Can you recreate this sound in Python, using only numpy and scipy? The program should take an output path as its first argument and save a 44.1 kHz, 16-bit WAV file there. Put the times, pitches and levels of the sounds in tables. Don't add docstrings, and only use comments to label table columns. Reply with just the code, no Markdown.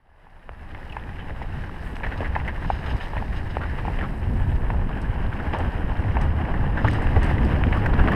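import sys
import numpy as np
from scipy import signal
from scipy.fft import rfft, irfft, next_fast_len
from scipy.io import wavfile
from scipy.ndimage import uniform_filter1d, map_coordinates

SR = 44100
rng = np.random.default_rng(int(sys.argv[2]) if len(sys.argv) > 2 else 0)


def wrap_up_sound(samples):
    columns = np.atleast_2d(samples).T
    tamed = np.clip(columns, -1, 1)
    steps = np.round(tamed * 32767).astype(np.int16)
    wavfile.write(sys.argv[1], SR, steps)


N = 359415

# time_s, roar_db, crunch_db, hiss_db
TYRE_LEVELS = [(0, -42, -45.5, -63), (1.0, -42.5, -43, -62), (1.15, -44, -45, -63.5),
               (1.8, -43.5, -43, -60.5), (2.25, -37, -38.5, -59), (2.6, -40, -41, -59.5),
               (2.85, -38, -38.5, -57), (3.42, -40, -41, -58), (3.7, -39, -38, -58.5),
               (4.2, -39, -41.5, -60.5), (4.75, -38, -41.5, -63), (5.25, -37, -38, -60.5),
               (5.55, -33.5, -37.5, -59.5), (5.8, -36, -38, -60), (6.55, -32.5, -37.5, -61.5),
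               (7.3, -32.5, -34.5, -55), (7.65, -32.5, -34.5, -57.5), (8.15, -27, -31, -55)]
# frequency_hz, gain_db
CASE_RESPONSE = [(150, -3.5), (400, 8), (900, 11), (1300, 2), (1800, 7), (2400, -3.5), (2950, -1),
                 (3500, -11.5), (5200, -26.5), (6500, -39), (15000, -43)]
CRUNCH_TRIM_DB = -3


def wind(gust_s=0.016, buffet_trim_db=-3, rush_trim_db=-2.5):
    # time_s, buffet_db, rush_db
    levels = [(0, -34, -53), (.75, -29, -41.5), (1.0, -32.5, -43.5), (1.35, -27, -41), (1.85, -29, -39.5),
              (2.3, -25, -36.5), (2.9, -24, -36), (3.05, -26, -38), (3.6, -23, -34), (4.1, -23.5, -33),
              (4.4, -19, -31), (5.2, -20.5, -32.5), (5.45, -24, -31), (6.1, -18, -31), (6.55, -20.5, -29),
              (7.2, -17, -25), (7.75, -19, -24.5), (8.03, -13.5, -23), (8.15, -22.5, -20.5)]
    # time_s, change_db
    gusts = [(.55, -5), (.68, -3), (.92, 6), (1.75, -4), (2.25, 2), (2.944, 8.5), (3.01, -3.5), (3.12, -1),
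             (3.2, 8.5), (4.28, 1), (4.6, -5), (4.84, -1), (4.915, -4), (5.06, -2), (5.16, 1), (5.25, 3),
             (5.32, -10), (5.56, -4), (5.72, -14), (5.84, 3), (6.48, -9), (6.86, 7), (7.09, 1), (7.18, 7),
             (7.67, 5.5), (8.01, 4.5)]
    # frequency_hz, density_db
    fast_spectrum = [(10, -7), (25, 2), (45, -0.5), (72, -0.5), (110, -5.5), (160, -16.5), (260, -23.5),
                     (600, -83.5)]
    slow_spectrum = [(10, -6.5), (25, 5.5), (50, -3), (80, -3.5), (110, -11.5), (160, -16), (260, -42),
                     (600, -75)]
    rush_spectrum = [(70, -9.5), (140, 2.5), (200, 0.5), (300, -3), (400, -9), (600, -14), (1200, -30.5),
                     (3000, -70), (6000, -73)]
    t = np.arange(N) / SR
    buffet_db, rush_db = curves(levels)
    gust_db = sum(db * np.exp(-((t - s) / gust_s) ** 2) for s, db in gusts)
    buffet_db = buffet_db + buffet_trim_db + gust_db + 1.42 * wobble(rate=12)
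    eddies = rng.standard_normal(N)
    fast = np.clip((buffet_db + 34) / 9, 0, 1)
    buffet = fast * shaped(eddies, fast_spectrum) + (1 - fast) * shaped(eddies, slow_spectrum)
    buffet /= np.sqrt(np.abs(uniform_filter1d(buffet ** 2, size=5000)) + 1e-6)
    rush = shaped(rng.standard_normal(N), rush_spectrum)
    rush_db = rush_db + rush_trim_db + 0.49 * gust_db + 1.95 * wobble(rate=45)
    return amp(buffet_db) * buffet + amp(rush_db) * rush


def tyres(roar_trim_db=-3.6, hiss_trim_db=-4):
    # frequency_hz, density_db
    roar_spectrum = [(200, -16), (450, -3.5), (650, -2), (820, 2), (950, -0.5), (1100, -4.5), (1400, -12.5),
                     (2200, -41.5), (5000, -81)]
    crunch_spectrum = [(600, -6.5), (1000, -5.5), (1330, -4.5), (1680, -1.5), (1950, -4), (2330, -8.5),
                       (2880, -8), (3200, -14), (3550, -27.5), (3900, -30), (4400, -37), (5100, -29),
                       (6200, -69), (12000, -62)]
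    hiss_spectrum = [(2500, -11), (3800, 8.5), (4400, -0.5), (5100, 3), (5800, -6), (7200, -8.5),
                     (8200, -4.5), (9000, -9.5), (10000, -5), (11700, -12), (12600, -8), (14200, -20),
                     (15200, -9.5)]
    # time_s, centre_hz
    resonance = [(0, 1680), (2.2, 1740), (3.4, 1730), (3.8, 1850), (4.6, 1626), (6.5, 1670), (7.0, 1820),
                 (7.35, 1770), (7.6, 1640), (8.15, 1680)]
    roar_db, crunch_db, hiss_db = curves(TYRE_LEVELS)
    load_db = 1.4 * wobble(rate=30)
    roar_db += roar_trim_db + load_db + 0.9 * wobble(rate=60)
    crunch_db += CRUNCH_TRIM_DB + load_db + 0.9 * wobble(rate=70)
    hiss_db += hiss_trim_db + 1.13 * load_db
    stones = grains(rate=190, spread_db=4.5)
    roar = shaped(rng.standard_normal(N) + 0.66 * grains(rate=160, spread_db=6), roar_spectrum)
    crunch = shaped(rng.standard_normal(N) + 0.53 * stones, crunch_spectrum)
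    crunch = moving_resonance(crunch, curves(resonance)[0])
    hiss = shaped(rng.standard_normal(N) + 0.28 * stones, hiss_spectrum)
    return amp(roar_db) * roar + amp(crunch_db) * crunch + amp(hiss_db) * hiss


def mount_knocks(body_db=-0.5, case_db=-5.5, crack_db=-2, crack_s=0.0021):
    # start_s, level_db, edge_db, pitch_hz
    jolts = [(.268, -30, -43, 860), (.786, -37, -46, 880), (.967, -21, -30, 900), (1.417, -27.5, -38, 816),
             (2.007, -31, -47, 860), (2.228, -28.5, -42, 935), (2.3628, -15, -26, 882),
             (2.416, -32, -44, 900), (2.647, -29.5, -32.5, 910), (2.701, -12, -27, 808),
             (2.71, -31, -43, 805), (2.912, -33, -34, 890), (3.134, -30, -34, 920), (3.169, -25, -36, 860),
             (3.224, -26.5, -35, 875), (3.569, -26.5, -32, 810), (3.851, -26.5, -36, 850),
             (3.881, -19.5, -40, 830), (4.405, -31.5, -53, 890), (4.702, -21, -30, 914),
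             (4.793, -32, -39, 910), (5.159, -34, -39, 935), (5.537, -31, -33, 840),
             (5.545, -27.5, -40, 885), (5.918, -29, -43, 870), (6.1684, -21, -26, 917),
             (6.847, -21, -30, 885), (6.986, -31.5, -39, 930), (7.160, -23.5, -30, 840),
             (7.312, -26.5, -40, 900), (7.746, -26.5, -39, 870)]
    # pitch_ratio, level_db, t60_s
    mount_modes = [(.78, -10, 0.018), (1, 17, 0.016), (1.12, -10, 0.11)]
    case_modes = [(1.4, 13, 0.0066), (1.95, 15.5, 0.014), (2.3, 5.5, 0.029), (2.9, 1.5, 0.039),
                  (3.4, -9, 0.015)]
    # frequency_hz, density_db
    crack_spectrum = [(150, -17), (420, 9), (900, 13), (1300, -20), (1850, -1), (2500, -2), (2950, -18),
                      (3500, -20), (5200, -32), (6500, -52), (15000, -62)]
    track, t = np.zeros(N), np.arange(SR // 12) / SR
    for s, db, edge_db, hz in jolts:
        burst = rng.standard_normal(len(t)) * np.exp(-t / crack_s)
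        crack = peak_unit(shaped(burst, crack_spectrum))
        edge = amp(case_db) * damped_modes(case_modes, hz, t) + amp(crack_db) * crack
        add(track, s, amp(db + body_db) * damped_modes(mount_modes, hz, t) + amp(edge_db) * edge)
    return track


def damped_modes(modes, hz, t, contact_s=0.00086):
    waves = sum(amp(db + rng.standard_normal() - 60 * t / t60) * np.sin(2 * np.pi * hz * ratio * t)
                for ratio, db, t60 in modes)
    return peak_unit(waves * (1 - np.exp(-(t / contact_s) ** 2)))


def clacks(trim_db=-3.5):
    # start_s, level_db, centre_hz
    contacts = [(0.4924, -18, 1000), (.748, -30, 2110), (1.2966, -27.5, 1000), (1.967, -27, 1890),
                (3.1674, -27, 1800), (3.5692, -16.5, 750), (5.536, -24.5, 2100), (7.0702, -23, 1900),
                (7.0713, -25, 1300), (7.165, -21, 1300), (7.6377, -15.5, 1800), (7.7273, -23, 2300),
                (7.861, -24, 1900), (8.076, -17.5, 1890)]
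    # frequency_hz, density_db
    spectrum = [(100, -17), (400, 11), (1300, 4), (2900, -0.5), (3500, -14), (5200, -39), (6500, -40),
                (15000, -41)]
    track, push = np.zeros(N), signal.unit_impulse(SR // 20)
    for s, db, hz in contacts:
        add(track, s, amp(db + trim_db) * peak_unit(band(push, spectrum, hz, octaves=1.24)))
    return track


def rattles(trim_db=2):
    # start_s, level_db, centre_hz, length_s
    slaps = [(0.749, -34.5, 1900, 0.0044), (0.83, -38, 2050, 0.0045), (1.092, -37, 2050, 0.0053),
             (1.305, -39, 1870, 0.0069), (1.363, -40, 1400, .005), (1.423, -38.5, 2090, 0.0069),
             (1.638, -37.5, 1670, .005), (1.693, -36.5, 1300, 0.0059), (1.868, -44, 2420, 0.009),
             (2.034, -28, 2000, 0.018), (2.064, -31.5, 1690, 0.011), (2.117, -32.5, 1750, 0.025),
             (2.246, -31.5, 1840, 0.023), (2.353, -25.5, 1930, 0.0083), (2.399, -34, 2100, 0.0043),
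             (2.478, -29, 1900, 0.021), (3.166, -33, 2060, 0.03), (3.607, -32, 1350, 0.035),
             (3.636, -32, 1350, .006), (3.793, -38, 1250, .005), (3.988, -31.5, 2270, 0.0087),
             (4.011, -29.5, 1740, 0.011), (4.026, -32.5, 1220, 0.034), (4.893, -34, 1200, 0.0057),
             (4.915, -35.5, 1350, 0.0055), (5.328, -30.5, 1320, .004), (5.399, -30.5, 1490, 0.0096),
             (5.534, -33, 2720, 0.009), (5.606, -32.5, 1400, 0.0076), (6.54, -32, 1730, 0.027),
             (6.774, -27.5, 1570, 0.022), (6.845, -24, 1210, 0.019), (6.877, -25, 1440, 0.006),
             (6.952, -32, 1500, 0.0067), (7.381, -29.5, 1940, 0.0071), (7.726, -28, 2330, 0.01),
             (7.863, -24.5, 1870, 0.0069), (7.935, -26.5, 1350, 0.01), (7.992, -25.5, 1520, 0.016),
             (8.082, -23, 1400, 0.011), (8.135, -23, 1080, 0.0051)]
    thuds = [(1.302, -42, 417, 0.031), (1.445, -36, 620, 0.0033), (2.206, -24.5, 335, 0.0025),
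             (2.209, -30, 280, 0.022), (4.695, -37, 447, 0.02), (6.165, -35, 560, 0.0041),
             (6.844, -32, 485, 0.0088), (7.166, -22.5, 490, 0.0089), (7.489, -30, 338, 0.02)]
    # start_s, level_db, pitch_hz, length_s
    chinks = [(0.895, -45, 3020, 0.0034), (0.923, -40, 2700, 0.0025), (1.192, -51, 3180, .009),
              (1.522, -49, 2700, 0.0023), (2.478, -35, 2070, 0.0018), (6.883, -22, 1900, 0.0016),
              (7.772, -29, 1234, 0.0022), (7.859, -29, 1635, 0.003), (8.119, -25.5, 1830, 0.0016)]
    track = np.zeros(N)
    for s, db, hz, length_s in slaps:
        add(track, s, amp(db) * rattle(hz, length_s, octaves=0.28, click=0.39))
    for s, db, hz, length_s in thuds:
        add(track, s, amp(db) * rattle(hz, length_s, octaves=0.68, click=0.1))
    for s, db, hz, length_s in chinks:
        add(track, s, amp(db) * chink(hz, length_s))
    return amp(trim_db) * track


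def rattle(centre_hz, length_s, octaves, click, first_blow=7.6):
    t = np.arange(SR // 8) / SR
    contacts = unit(rng.standard_normal(len(t)) ** 3) * np.exp(-(t / length_s) ** 2)
    contacts[0] += first_blow
    ring_db = lambda hz: 20 * np.log10(click + band_gain(hz, centre_hz, octaves, order=4))
    return peak_unit(colour(contacts, lambda hz: along(CASE_RESPONSE, hz) + ring_db(hz)))


def chink(pitch_hz, length_s, sag=0.076, scrape_db=-5):
    age = np.arange(SR // 8) / SR / length_s
    hz = pitch_hz * (1 - sag * (1 - np.exp(-age / 2)))
    phase_jitter = 0.3 * unit(uniform_filter1d(rng.standard_normal(len(age)), size=40))
    ring = unit(np.sin(2 * np.pi * np.cumsum(hz) / SR + phase_jitter))
    scrape = unit(band(rng.standard_normal(len(age)), CASE_RESPONSE, pitch_hz, octaves=0.33, order=4))
    return peak_unit(age * np.exp(-age) * (ring + amp(scrape_db) * scrape))


def chain_chatter(rate=10, centre_hz=1810, scatter=0.16, over_crunch_db=1.5, spread_db=3.5):
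    track, crunch_db = np.zeros(N), curves(TYRE_LEVELS)[1] + CRUNCH_TRIM_DB
    for i in np.flatnonzero(rng.random(N) < rate / SR):
        size, pitch = np.clip(rng.standard_normal(2), -1.5, 1.5)
        hz = centre_hz * np.exp(scatter * pitch)
        tap = rattle(hz, length_s=0.0045, octaves=0.5, click=0.2, first_blow=3)
        add(track, i / SR, amp(crunch_db[i] + over_crunch_db + spread_db * size) * tap)
    return track


def scrubs(attack_s=0.0041):
    # start_s, level_db, centre_hz, length_s
    slips = [(1.18, -39, 2000, 0.031), (1.641, -51, 700, 0.027), (2.855, -28.5, 1000, 0.02),
             (2.999, -34.5, 1900, 0.02), (3.779, -31.5, 1900, 0.021), (5.531, -28, 845, 0.064),
             (6.195, -34.5, 1260, 0.044), (7.208, -33.5, 1860, 0.16)]
    track, t = np.zeros(N), np.arange(SR // 4) / SR
    for s, db, hz, length_s in slips:
        impacts = grains(rate=2500, spread_db=5.5)[:len(t)]
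        dirt = unit(band(impacts, CASE_RESPONSE, hz, octaves=1.27))
        envelope = (1 - np.exp(-t / attack_s)) * np.exp(-(t / length_s) ** 2)
        add(track, s, amp(db) * envelope * dirt)
    return track


def pebbles(rate=26, pitch_hz=2820, scatter=0.3, decay_cycles=2, trim_db=-4, spread_db=4):
    track, t = np.zeros(N), np.arange(SR // 100) / SR
    crunch_db = curves(TYRE_LEVELS)[1]
    for i in np.flatnonzero(rng.random(N) < rate / SR):
        size, pitch = np.clip(rng.standard_normal(2), -1.7, 1.7)
        hz = pitch_hz * np.exp(scatter * pitch)
        snap = peak_unit(np.sin(2 * np.pi * hz * t) * np.exp(-hz * t / decay_cycles))
        add(track, i / SR, amp(crunch_db[i] + trim_db + spread_db * size) * snap)
    return colour(track, lambda hz: np.minimum(along(CASE_RESPONSE, hz), 0))


def gravel(trim_db=10.5):
    # middle_s, level_db, half_length_s
    spurts = [(1.427, -63, 0.0093), (1.958, -53, 0.0025), (2.18, -53.5, 0.0054), (2.734, -60, 0.095),
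              (2.869, -54, 0.0094), (2.913, -55, 0.02), (3.029, -54.5, 0.02), (3.374, -58, 0.016),
              (3.51, -59, 0.013), (5.538, -56.5, 0.0072), (5.56, -63, 0.018), (6.9, -56.5, 0.081),
              (7.283, -72, 0.081)]
    # frequency_hz, density_db
    spectrum = [(1500, -20), (2900, 21.5), (3500, 8.5), (4000, 11.5), (4400, -1), (5100, 10), (5800, -11),
                (6600, -0.5), (7400, -33), (8300, -6), (10000, -20), (15000, -21)]
    t = np.arange(N) / SR
    swell = sum(amp(db + trim_db) * np.exp(-((t - s) / half_s) ** 2) for s, db, half_s in spurts)
    return swell * shaped(grains(rate=2800, spread_db=1), spectrum)


def grit(rise_s=0.00082, tick_t60=0.017, spray_db=-15, spray_t60=0.15, trim_db=-3):
    # start_s, level_db
    ticks = [(1.966, -52), (3.081, -54), (3.782, -57), (5.015, -48), (5.585, -45), (6.213, -41.5),
             (6.9112, -46), (6.932, -41), (7.021, -46), (7.23, -39.5), (7.242, -42), (7.262, -49),
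             (7.334, -55), (7.447, -45), (7.708, -58)]
    # frequency_hz, density_db
    spectrum = [(2000, 0), (4200, 1.5), (5000, 3.5), (6200, -3.5), (7200, -9.5), (8300, 5), (9200, -14),
                (10700, -2.5), (12500, -22), (15000, -26)]
    track, t = np.zeros(N), np.arange(SR // 4) / SR
    decay = amp(-60 * t / tick_t60) + amp(spray_db - 60 * t / spray_t60)
    envelope = decay * (1 - np.exp(-t / rise_s))
    for s, db in ticks:
        tick = shaped(envelope * rng.standard_normal(len(t)), spectrum)
        add(track, s, amp(db + trim_db) * peak_unit(tick))
    return track


def sand(trim_db=-8.5):
    # frequency_hz, density_db
    spectrum = [(2500, -13), (3800, 5), (5100, 4.5), (6200, -6), (7200, -13), (8300, -5), (9200, -14),
                (10500, -9), (12500, -16), (15000, -24)]
    hiss_db = curves(TYRE_LEVELS)[2]
    clumps = amp(2.5 * wobble(rate=35))
    crackle = clumps * grains(rate=450, spread_db=3.5)
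    return amp(hiss_db + trim_db) * shaped(crackle, spectrum)


def high_hiss(flutter_db=1.5):
    # time_s, whistle_db, sizzle_db
    levels = [(0, -67, -90), (1.0, -73, -86), (1.6, -75, -90), (1.9, -75, -66), (2.4, -78, -87),
              (2.8, -76, -77), (3.3, -78, -82), (4.45, -76, -67), (4.75, -76, -73.5), (8.15, -74, -77)]
    # frequency_hz, density_db
    whistle_spectrum = [(3000, -47), (4800, -11), (5350, -7), (5900, -15), (9500, -14), (10000, 7.5),
                        (10600, -14), (14000, -16), (15100, -2)]
    sizzle_spectrum = [(3000, -48), (6500, -6), (8300, 6), (9200, 0), (10500, 4), (12500, -3),
                       (15000, -3.5)]
    whistle_db, sizzle_db = curves(levels)
    whistle = shaped(rng.standard_normal(N), whistle_spectrum)
    sizzle_db -= flutter_db * wobble(rate=24.65)
    sizzle = shaped(grains(rate=3500, spread_db=5), sizzle_spectrum)
    return amp(whistle_db) * whistle + amp(sizzle_db) * sizzle


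def grains(rate, spread_db):
    hit = rng.random(N) < rate / SR
    size = amp(spread_db * np.clip(rng.standard_normal(N), -2, 2))
    return unit(hit * size * rng.choice([-1, 1], N))


def wobble(rate):
    knots = rng.standard_normal(int(N * rate / SR) + 4)
    return map_coordinates(knots, [np.arange(N) * rate / SR])


def moving_resonance(x, centre_hz, lift_db=5, octaves=0.23):
    steps = np.geomspace(centre_hz.min(), centre_hz.max(), num=3)
    mix = np.zeros(N)
    for step_hz, share in zip(steps, np.eye(3)):
        peak_db = lambda hz: lift_db * np.exp(-(np.log2((hz + 1) / step_hz) / octaves) ** 2)
        mix += np.interp(centre_hz, steps, share) * unit(colour(x, peak_db))
    return unit(mix)


def band_gain(hz, centre_hz, octaves, order):
    return 1 / (1 + (np.log2((hz + 1) / centre_hz) / octaves) ** order)


def band(x, spectrum, centre_hz, octaves, order=2):
    band_db = lambda hz: 20 * np.log10(band_gain(hz, centre_hz, octaves, order))
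    return colour(x, lambda hz: along(spectrum, hz) + band_db(hz))


def colour(x, gain_db):
    m = 2 * next_fast_len(len(x) // 2 + SR // 20)
    cepstrum = irfft(np.log(amp(gain_db(np.fft.rfftfreq(m, 1 / SR)))), m)
    cepstrum[1:m // 2] *= 2
    cepstrum[m // 2 + 1:] = 0
    return irfft(rfft(x, m) * np.exp(rfft(cepstrum)), m)[:len(x)]


def shaped(x, spectrum):
    return unit(colour(x, lambda hz: along(spectrum, hz)))


def along(spectrum, hz):
    points_hz, db = np.transpose(spectrum)
    return np.interp(np.log(hz + 1), np.log(points_hz + 1), db)


def curves(rows):
    s, *columns = np.transpose(rows)
    return [np.interp(np.arange(N) / SR, s, column) for column in columns]


def amp(db):
    return 10 ** (np.asarray(db) / 20)


def unit(x):
    return x / np.sqrt(np.mean(x ** 2) + 1e-20)


def peak_unit(x):
    return x / np.sqrt(uniform_filter1d(x ** 2, size=176).max() + 1e-20)


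def add(track, s, sound):
    part = track[max(0, round(s * SR)):][:len(sound)]
    part += sound[:len(part)]


def scene():
    trail = tyres() + scrubs() + high_hiss() + gravel() + sand() + grit() + pebbles()
    bike = mount_knocks() + clacks() + rattles() + chain_chatter()
    return (wind() + trail + bike)[None]


def record(dry):
    fade_start_s, fade_end_s, cutoff_hz = -0.21, 1, 15450
    fade = np.interp(np.arange(N) / SR, [fade_start_s, fade_end_s], [0, 1]) ** 1.58
    m = next_fast_len(N + SR // 2)
    passband = np.fft.rfftfreq(m, 1 / SR) < cutoff_hz
    return irfft(rfft(fade * dry, m) * passband, m)[..., :N]


dry = scene()
out = record(dry)
wrap_up_sound(out)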